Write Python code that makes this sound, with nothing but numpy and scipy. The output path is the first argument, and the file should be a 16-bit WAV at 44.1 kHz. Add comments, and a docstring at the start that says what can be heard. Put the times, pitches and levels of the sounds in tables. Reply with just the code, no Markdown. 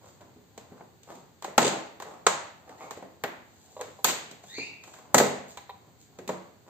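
"""A plastic trim piece is pried off an open car door in a garage. Sleeves rustle and the tool scrapes and ticks
until, at 1.6 s, a clip lets go with a sharp snap that knocks the hollow door panel. More clips follow, with
rough stick-slip squeaks at 2.8 s and 4.4 s and hollow taps of the tool's handle between. A cluster of snaps
comes near 5.2 s, then a few knocks and taps and a last scrape. The garage reverberates after every snap."""
import sys
import numpy as np
from scipy import signal
from scipy.fft import rfft, irfft, next_fast_len
from scipy.io import wavfile
from scipy.ndimage import map_coordinates

SR = 44100
rng = np.random.default_rng(int(sys.argv[2]) if len(sys.argv) > 2 else 0)


def to_wav(sig):
    """Store sig (one row per channel, or 1-D mono) as 16-bit WAV at the path in sys.argv[1].

    Samples outside -1..1 are clipped; the rate is SR.
    """
    pcm = np.clip(np.atleast_2d(sig), -1, 1) * 32767
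    pcm = np.round(pcm).astype(np.int16)
    wavfile.write(sys.argv[1], SR, pcm.T)  # frames by channels


N = 295029

# modes of the trim piece: f/Hz, level/dB
TRIM_MODES = [(410, 0.5), (485, 1), (560, 1), (613, -6.5), (682, 4), (765, 6), (860, 5.5), (960, 4),
              (1050, 10.5), (1285, 9), (1510, -5), (1930, 9)]
# spectrum of a clip's crack, also of the scrape in a squeak: f/Hz, spectral level/dB
CRACK_SPECTRUM = [(900, -15.5), (2200, 3.5), (3100, 5), (4100, 7), (5500, 3), (7300, 7.5), (9000, -4),
                  (11500, -43.5)]


def amp(db):
    """Amplitude ratio of a level in decibels."""
    return 10 ** (np.asarray(db) / 20)


def unit(x):
    """Normalisation to rms 1."""
    return x / np.sqrt(np.mean(x ** 2) + 1e-20)


def along(points, hz):
    """Interpolation of (f/Hz, value) points on a logarithmic frequency axis."""
    f, v = np.transpose(points)
    return np.interp(np.log(hz + 1), np.log(f + 1), v)


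def filtered(x, response):
    """Linear filtering: the spectrum of x times a frequency response."""
    n = x.shape[-1]
    m = next_fast_len(n + 2048)
    return irfft(rfft(x, m) * response(np.fft.rfftfreq(m, 1 / SR)), m)[..., :n]


def coloured(x, spectrum):
    """Spectral shaping by (f/Hz, level/dB) points, at rms 1."""
    return unit(filtered(x, lambda hz: amp(along(spectrum, hz))))


def add(track, s, sound):
    """Superposition of a sound on a track, from s seconds on."""
    part = track[..., max(round(s * SR), 0):][..., :sound.shape[-1]]
    part += sound[..., :part.shape[-1]]


def ring(hz, db, t60, t, scatter_db, detune):
    """Modal superposition: damped sinusoids that each contact excites a little differently."""
    size, shift, sign = rng.standard_normal((3, len(hz)))
    t = t[:, None]
    decay = amp(db + scatter_db * size - 60 * t / t60)
    return np.sum(np.sign(sign) * decay * np.sin(2 * np.pi * hz * (1 + detune * shift) * t), 1)


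def focus(hz, pitch_hz, octaves):
    """Selective excitation: nearness, 0-1, of a frequency to the pitch a contact point favours."""
    return np.exp(-np.log2((hz + 1) / pitch_hz) ** 2 / (2 * octaves ** 2))


def blow(x, t, rise_s):
    """Finite rise of a struck sound, at rms 1 over its first 20 ms."""
    x = x * (1 - np.exp(-t / rise_s))
    return x / np.sqrt(np.mean(x[..., t < .02] ** 2))


def pulse(spectrum, t):
    """Impulse response of a spectrum, as strong as a blow."""
    x = coloured(signal.unit_impulse(len(t), SR // 1000), spectrum)
    return x / np.sqrt(np.mean(x[t < .02] ** 2))


def diffuse(pair):
    """Diffuse-field coherence: two unrelated signals become alike mainly in the bass."""
    coherence = [(60, 0.26), (130, 0.52), (250, 0.77), (640, 0.33), (1400, 0), (15000, 0.11)]  # f/Hz, left-right correlation
    turn = lambda hz: np.arccos(np.clip(along(coherence, hz), -1, 1)) / 2
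    mid, side = filtered(pair, lambda hz: np.array([np.cos(turn(hz)), np.sin(turn(hz))]))
    return np.array([mid + side, mid - side])


def background(air_db=-64, hiss_db=-79):
    """Stationary noise: diffuse room air and a faint hiss."""
    air_spectrum = [(15, -26), (25, -18.5), (43, -9.5), (103, 2), (324, -6), (423, -4), (798, -41),
                    (1430, -14), (2770, -18), (4510, -13.5), (5350, -20.5), (7340, -16.5), (8500, -25.5),
                    (11000, -52.5), (18700, -120)]  # f/Hz, spectral level/dB
    hiss_spectrum = [(5000, -38), (8000, 2), (13000, -5), (16000, -8)]  # f/Hz, spectral level/dB
    air = coloured(diffuse(rng.standard_normal((2, N))), air_spectrum)
    hiss = coloured(rng.standard_normal((2, N)), hiss_spectrum)
    return amp(air_db) * air + amp(hiss_db) * hiss


def reverberation(x, build_s=0.00079):
    """Convolution with a fresh random room tail, decaying exponentially and fastest in the treble."""
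    decay_times = [(80, 0.61), (250, 0.57), (800, 0.59), (2500, 0.64), (7000, 0.44), (14000, 0.27)]  # f/Hz, T60/s
    hz, t, noise = signal.stft(rng.standard_normal((2, SR * 5 // 8)), SR, nperseg=256)
    tail = signal.istft(noise * amp(-60 * t / along(decay_times, hz)[:, None]), SR, nperseg=256)[1]
    tail *= 1 - np.exp(-np.arange(tail.shape[1]) / SR / build_s)
    return signal.fftconvolve(x[None], tail / np.linalg.norm(tail[0]), axes=1)


def garage(blows, handling, stretches=14):
    """Reverberant field: each blow has its own tail, as has each stretch of handling as the body moves."""
    room_response = [(80, -3), (250, -0.5), (800, 0.5), (2500, 0), (7000, -1), (14000, 1.5)]  # f/Hz, level/dB
    out, start = np.zeros((2, N)), 0
    for s, sound in blows:
        add(out, s, reverberation(sound))
    for piece in np.array_split(handling, stretches):
        add(out, start / SR, reverberation(piece))
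        start += len(piece)
    return diffuse(filtered(out, lambda hz: amp(along(room_response, hz))))


def swells(strokes):
    """Amplitude envelope: a half sine for each stroke."""
    gain = np.zeros(N)
    for s, length, db in strokes:
        add(gain, s, amp(db) * np.sin(np.linspace(0, np.pi, round(length * SR))))
    return gain


def rubbing(pressure, spectrum, slips_per_s, spread_db):
    """Friction as shot noise: a dense run of tiny slips of uneven size."""
    slips = (rng.random(N) < slips_per_s / SR) * rng.standard_normal(N)
    slips *= amp(spread_db * rng.standard_normal(N))
    return pressure * coloured(slips, spectrum)


def sleeves():
    """Cloth friction: sleeves brush past in slips so dense that they merge into a rustle."""
    brushes = [(0.0, 0.17, -64), (1.02, 0.22, -63.5), (2.75, 0.14, -59), (3.38, 0.81, -63.5),
               (4.4, 0.18, -56), (4.8, 0.26, -59.5), (5.47, 0.071, -52.5), (5.98, 0.087, -61.5)]  # t/s, duration/s, level/dB
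    cloth_spectrum = [(1000, -16), (4000, 4), (6000, 3), (7400, 10.5), (8500, -3), (15000, -22)]  # f/Hz, spectral level/dB
    return rubbing(swells(brushes), cloth_spectrum, slips_per_s=8200, spread_db=7)


def scraping(fidget_db=-69, swing_db=3.5, fidgets_per_s=9):
    """Sliding friction of tool and fingers on the trim; between strokes the fingers never quite rest."""
    strokes = [(0.0, 0.11, -58.5), (0.2, 0.036, -54), (0.71, 0.16, -65.5), (1.07, 0.066, -45.5),
               (1.14, 0.12, -68), (1.615, 0.2, -38.5), (2.02, 0.17, -50), (2.66, 0.12, -54),
               (2.78, 0.11, -48.5), (2.92, 0.14, -62), (3.8, 0.059, -64), (4.84, 0.34, -63),
               (6.66, 0.44, -38)]  # t/s, duration/s, level/dB
    scrape_spectrum = [(60, -26.5), (150, -2.5), (400, 6.5), (850, 10), (1400, 0), (2200, -8.5),
                       (4000, -12.5), (7300, -12), (15000, -41)]  # f/Hz, spectral level/dB
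    wobble = map_coordinates(rng.standard_normal(512), [np.arange(N) * fidgets_per_s / SR], mode="wrap")
    fidget = amp(fidget_db + swing_db * wobble)
    return rubbing(swells(strokes) + fidget, scrape_spectrum, slips_per_s=760, spread_db=-1.5)


def squeaks(light_db=9.5, firm_db=-9, jitter_hz=320, rasp_db=4):
    """Stick-slip oscillation of plastic: faster, louder and more uneven as the push grows."""
    # t/s, duration/s, first and final slip rate/Hz, share of the duration spent climbing, level/dB,
    # relative jitter of the rate, level of the upper partials and scrape/dB
    pushes = [(2.761, 0.097, 771, 1070, 0.52, -40, 0.08, -8), (4.442, .262, 1488, 2710, .83, -34, .07, 0)]
    edge_resonances = [(900, -8), (1500, -5.5), (2100, -4.5), (2750, 0.5), (3100, -20), (3500, 2),
                       (4600, 3), (4950, -5.5), (5700, -11), (6500, 1.5), (7300, -9.5), (9000, -17)]  # f/Hz, level/dB
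    out = np.zeros(N)
    for s, length, start_hz, end_hz, glide_share, db, uneven, upper_db in pushes:
        u = np.linspace(0, 1, round(length * SR))
        push, release = np.minimum(u / .68, 1), np.minimum((1 - u) / .32, 1)
        hz = start_hz + (end_hz - start_hz) * np.minimum(u / glide_share, 1)
        noise = rng.standard_normal((2, N))[:, :len(u)]
        pace, grip = unit(filtered(noise, lambda f: 1 / (1 + (f / jitter_hz) ** 4)))
        phase = 2 * np.pi * np.cumsum(hz * (1 + uneven * push * pace)) / SR
        partials = [(2, 0), (3, upper_db - 6), (4, upper_db - 13)]
        overtones = sum(amp(level) * np.sin(k * phase) for k, level in partials)
        overtones *= amp(light_db + (firm_db - light_db) * push)  # a firm push gives a purer tone
        scrape = amp(upper_db - 14) * coloured(rng.standard_normal(len(u)), CRACK_SPECTRUM)
        envelope = push ** 1.98 * release * amp(db + rasp_db * grip)
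        slips = envelope * (np.sin(phase) + overtones + scrape)
        add(out, s, filtered(slips, lambda f: amp(along(edge_resonances, f))))
    return out


def taps(focus_db=12, tick_t60=0.032, bounce_s=0.011, bounce_db=-7):
    """Impact and rebound: the tool ticks, its hollow handle rings, and it bounces once."""
    strikes = [(3.765, -44.5, 650, -15), (3.792, -44.5, 650, -15), (3.804, -39.5, 660, -16),
               (3.812, -41.5, 520, -12), (3.988, -50.5, 710, -18), (4.582, -46, 430, -34.5),
               (5.573, -46, 860, -2), (5.694, -43, 855, -6.5), (6.2915, -32, 630, -24)]  # t/s, level/dB, pitch/Hz, tick re tock/dB
    handle_modes = [(423, -6.5, 0.078), (508, -3, 0.056), (608, -8, 0.077), (789, -4, 0.064),
                    (978, 5, 0.032), (1122, -2.5, 0.039)]  # f/Hz, level/dB, T60/s
    tip_spectrum = [(900, -15), (1800, -1), (2500, 1), (3000, -5), (4000, 8), (4800, -14), (8000, -28.5)]  # f/Hz, spectral level/dB
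    out, t = np.zeros(N), np.arange(SR // 8) / SR
    hz, db, t60 = np.transpose(handle_modes)
    for s, level, pitch_hz, tick_db in strikes:
        excited_db = db + focus_db * focus(hz, pitch_hz, octaves=.2)
        for k in range(2):
            tock = ring(hz, excited_db, t60, t, scatter_db=1.5, detune=0.012)
            tick = coloured(rng.standard_normal(len(t)), tip_spectrum) * amp(-60 * t / tick_t60)
            tap = blow(tock, t, rise_s=0.0013) + amp(tick_db) * blow(tick, t, rise_s=0.003)
            add(out, s + k * bounce_s, amp(level + k * bounce_db) * tap)
    return out


def after_ring(pitch_hz, t, trim_db=-16, clip_db=-22, trim_t60=0.33, focus_db=6):
    """Free vibration: once the contact opens, trim and clip ring on weakly at their own pitches."""
    clip_modes = [(1830, -1.5, 0.23), (1944, -11, 0.4), (2230, -2, 0.27), (3550, -1, .2), (4540, -7.5, .2),
                  (6680, -15, .22), (7450, 1.5, .28), (14000, -15, .2)]  # f/Hz, level/dB, T60/s
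    hz, db = np.transpose(TRIM_MODES)
    excited_db = db + focus_db * focus(hz, pitch_hz, octaves=.4)
    trim = ring(hz, excited_db, trim_t60, t, scatter_db=3, detune=.004)
    clip = ring(*np.transpose(clip_modes), t, scatter_db=3, detune=.002)
    return amp(trim_db) * blow(trim, t, rise_s=.004), amp(clip_db) * blow(clip, t, rise_s=.002)


def door_thud(t):
    """Panel resonance: a blow excites the low modes of the hollow door."""
    door_modes = [(47, -8, 0.11), (99, -17.5, 0.52), (145, -5, 0.26), (191.6, 2, 0.18), (247.6, 7.5, 0.1),
                  (282.6, 0.5, 0.12), (337, 4, 0.13), (413.4, 6, 0.15), (490.5, 3.5, 0.073)]  # f/Hz, level/dB, T60/s
    return blow(ring(*np.transpose(door_modes), t, scatter_db=1.5, detune=.02), t, rise_s=0.00035)


def trim_knock(pitch_hz, t, rise_s, focus_db=13.5, cycles=17, clatter_db=-3, clatter_t60=0.045):
    """Heavy damping: the trim dies within a few cycles; modes near the contact's pitch are favoured."""
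    overtone_spectrum = [(150, -41), (400, 8), (700, -1.5), (1050, -2.5), (1550, 5), (2100, 4), (3200, -9),
                         (6000, -47)]  # f/Hz, spectral level/dB
    boost = lambda hz: focus_db * focus(hz, pitch_hz, octaves=.4)
    hz, db = np.transpose(TRIM_MODES)
    modes = blow(ring(hz, db + boost(hz), cycles / hz, t, scatter_db=2.5, detune=0.025), t, rise_s)
    dense = filtered(coloured(rng.standard_normal(len(t)), overtone_spectrum), lambda f: amp(boost(f)))
    clatter = blow(dense * amp(-60 * t / clatter_t60), t, rise_s=0.0019)
    return (modes + amp(clatter_db) * clatter) / np.hypot(1, amp(clatter_db))


def crack(spectrum, t, t60):
    """Scattering: the first wavefront is alike left and right, its scatter off the door is not."""
    front = coloured(rng.standard_normal(len(t)), spectrum) * amp(-60 * t / t60)
    scatter = coloured(rng.standard_normal((2, len(t))), spectrum) * amp(-4 - 60 * t / (2.1 * t60))
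    return blow(front + scatter, t, rise_s=0.00076)


def contacts(chatter_count=6, scatter_octaves=0.56):
    # t/s, level/dB, relative thud, crack and sheen/dB, pitch/Hz, crack tilt/(dB/octave), room send/dB
    clip_releases = [(1.5792, -22, -14, -0.5, -13, 1095, 0, -2),
                     (2.2662, -21, -21.5, -1, -23.5, 1140, 2, -2.5),
                     (3.2372, -35.5, -11.5, -1, -7, 1730, -7, -3.5),
                     (4.044, -32.5, -15, 9, 8, 1320, 2.5, 0), (5.1438, -20.5, -17, -1, -8, 940, 8, -2),
                     (5.1802, -28.5, -23.5, 6, -4, 2150, 4.5, -2),
                     (5.184, -28, -10.5, 2.5, -2.5, 2110, 2, -3.5)]
    # the tool knocks or the freed trim lands: t/s, level/dB, relative thud and crack/dB, pitch/Hz
    knocks = [(0.209, -61, -1, -4, 435), (0.36, -75, 17.5, -30, 304), (0.577, -51, -4.5, -1, 770),
              (0.72, -59, 6.5, -37, 610), (0.807, -53.5, -6.5, -27, 750), (1.032, -72.5, -7, 13, 598),
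              (1.153, -71.5, 12.5, 11.5, 350), (1.423, -48.5, -19, -0.5, 970),
              (1.444, -38.5, -16, -6.5, 830), (1.48, -47, -16, -18, 463), (1.5811, -23.5, -7.5, -20, 740),
              (2.0, -44, -18.5, -7, 790), (2.022, -46, -17, -3, 1250), (2.27, -37, -9, -16.5, 636),
              (2.692, -53.5, -13, -8, 634), (2.908, -44.5, -12, -1.5, 875), (2.914, -53, -22, -22, 410),
              (2.972, -51, -3, -11, 486), (3.025, -48.5, -3, -17, 706), (3.2418, -36.5, -11.5, -31, 880),
              (3.811, -44.5, -17.5, 0, 1160), (3.879, -59, 0.5, -21.5, 1600),
              (4.047, -33.5, -12.5, 0.5, 790), (4.312, -56, -0.5, 5.5, 587), (4.438, -55.5, -9.5, -7, 710),
              (4.581, -50, 2.5, -4, 346), (4.837, -57.5, -18.5, 3.5, 1110), (4.875, -56.5, -8, -5.5, 860),
              (4.938, -57.5, -17.5, 1, 1190), (4.963, -59.5, -13.5, -7.5, 1310),
              (4.986, -57, -19.5, -5, 1120), (5.148, -24, -4, -8, 526), (5.2, -23.5, -9.5, -11, 633),
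              (5.2056, -25.5, -7, -28, 520), (5.572, -53, -17, 3, 2280), (6.187, -48, -0.5, -8.5, 483),
              (6.277, -52, 4.5, 7, 2400), (6.29, -37, -5, -8.5, 960)]
    # loose trim rattles on its clip: t/s, duration/s, level/dB, relative thud and crack/dB, pitch/Hz
    chatters = [(1.615, .064, -36, -6.5, 3, 455), (4.067, .045, -42.5, -9.5, 7, 870)]
    yield from clip_releases
    for s, db, thud_db, crack_db, hz in knocks:
        yield s, db, thud_db, crack_db, crack_db - 11, hz, 0, 0
    for s, length, db, thud_db, crack_db, hz in chatters:
        for k in range(chatter_count):
            onset = s + length * (k + rng.random()) / chatter_count
            pitch_hz = hz * 2 ** (scatter_octaves * rng.standard_normal())
            yield onset, db, thud_db, crack_db, crack_db - 38, pitch_hz, 0, 0  # blunt: little sheen


def snaps(pivot_hz=4500, firm_db=-16, firm_rise_s=0.0015, softening=0.57, room_focus_db=9):
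    """Impact radiation: each contact thuds, knocks, cracks and rings; gives direct and room-bound sound."""
    # high sizzle of a snap, boosted at 10 kHz where the microphone's notch cuts it: f/Hz, level/dB
    sheen_spectrum = [(7000, -42), (10000, 24.5), (12000, 5), (13600, 3.5), (16000, -5.5)]
    knock_power = [(150, -37), (400, 4), (650, 6.5), (1000, 1), (1500, -1), (2050, -2), (3200, -24.5),
                   (6000, -45.5)]  # summed over all directions: f/Hz, spectral level/dB
    direct, to_room, t = np.zeros((2, N)), [], np.arange(SR // 4) / SR
    room_sheen = amp(-1) * pulse(sheen_spectrum, t)
    for s, db, thud_db, crack_db, sheen_db, pitch_hz, tilt, send_db in contacts():
        knock_gain, crack_gain, sheen_gain = amp([1, crack_db, sheen_db - 1])
        # a stiff clip tilts its crack towards the treble, a soft one towards the bass
        tilted = [(hz, level + tilt * np.log2(hz / pivot_hz)) for hz, level in CRACK_SPECTRUM]
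        rise_s = firm_rise_s * amp(softening * (firm_db - db))  # lighter blows rise more slowly
        thud = amp(thud_db - 1) * door_thud(t)
        knock = trim_knock(pitch_hz, t, rise_s)
        trim_ring, clip_ring = after_ring(pitch_hz, t)
        trim = knock_gain * (knock + trim_ring)
        clip = crack_gain * (crack(tilted, t, t60=0.023) + clip_ring)
        sheen = sheen_gain * crack(sheen_spectrum, t, t60=0.0085)
        add(direct, s, amp(db) * (thud + trim + clip + sheen))
        # directivity: the trim beams a few modes at the listener; the room takes a smooth sum of all
        radiated = [(hz, level + room_focus_db * focus(hz, pitch_hz, octaves=0.55))
                    for hz, level in knock_power]
        room_knock = amp(-4) * pulse(radiated, t)
        room_crack = amp(-1.5) * pulse(tilted, t)
        spread = amp(-1) * thud + knock_gain * room_knock
        spread += crack_gain * room_crack + sheen_gain * room_sheen
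        to_room.append((s, amp(db + send_db - 1) * spread))
    return direct, to_room


def scene(scrape_db=-3, sleeve_db=-2, squeak_db=-3, tap_db=-2, tap_room_db=-8, lag_s=3.5 / SR):
    """Direct plus reverberant field; the work is to the right, so its direct sound lags on the left."""
    friction = amp(scrape_db) * scraping() + amp(sleeve_db) * sleeves() + amp(squeak_db) * squeaks()
    hits, to_room = snaps()
    tocks = amp(tap_db) * taps()
    path_delay = lambda hz: np.exp(1j * np.pi * hz * lag_s * np.array([[-1], [1]]))
    direct = filtered(hits + tocks + friction, path_delay)
    return direct + garage(to_room, amp(tap_room_db) * tocks + friction) + background()


def record(dry, ceiling=.95, top_hz=16600):
    """Transduction: the microphone colours the sound, rounds the tallest peaks and limits the band."""
    mic_response = [(30, -20), (80, 6.5), (4500, -0.5), (5100, -3), (5800, -2), (6500, 3), (8450, 2.5),
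                    (8950, -21.5), (11300, -30), (11650, 6.5), (15100, 16), (16100, -24)]  # deeply notched in the treble: f/Hz, level/dB
    heard = filtered(dry, lambda hz: amp(along(mic_response, hz)))
    rounded = heard / (1 + (heard / ceiling) ** 6) ** (1 / 6)
    return filtered(rounded, lambda hz: hz < top_hz)


dry = scene()
out = record(dry)
to_wav(out)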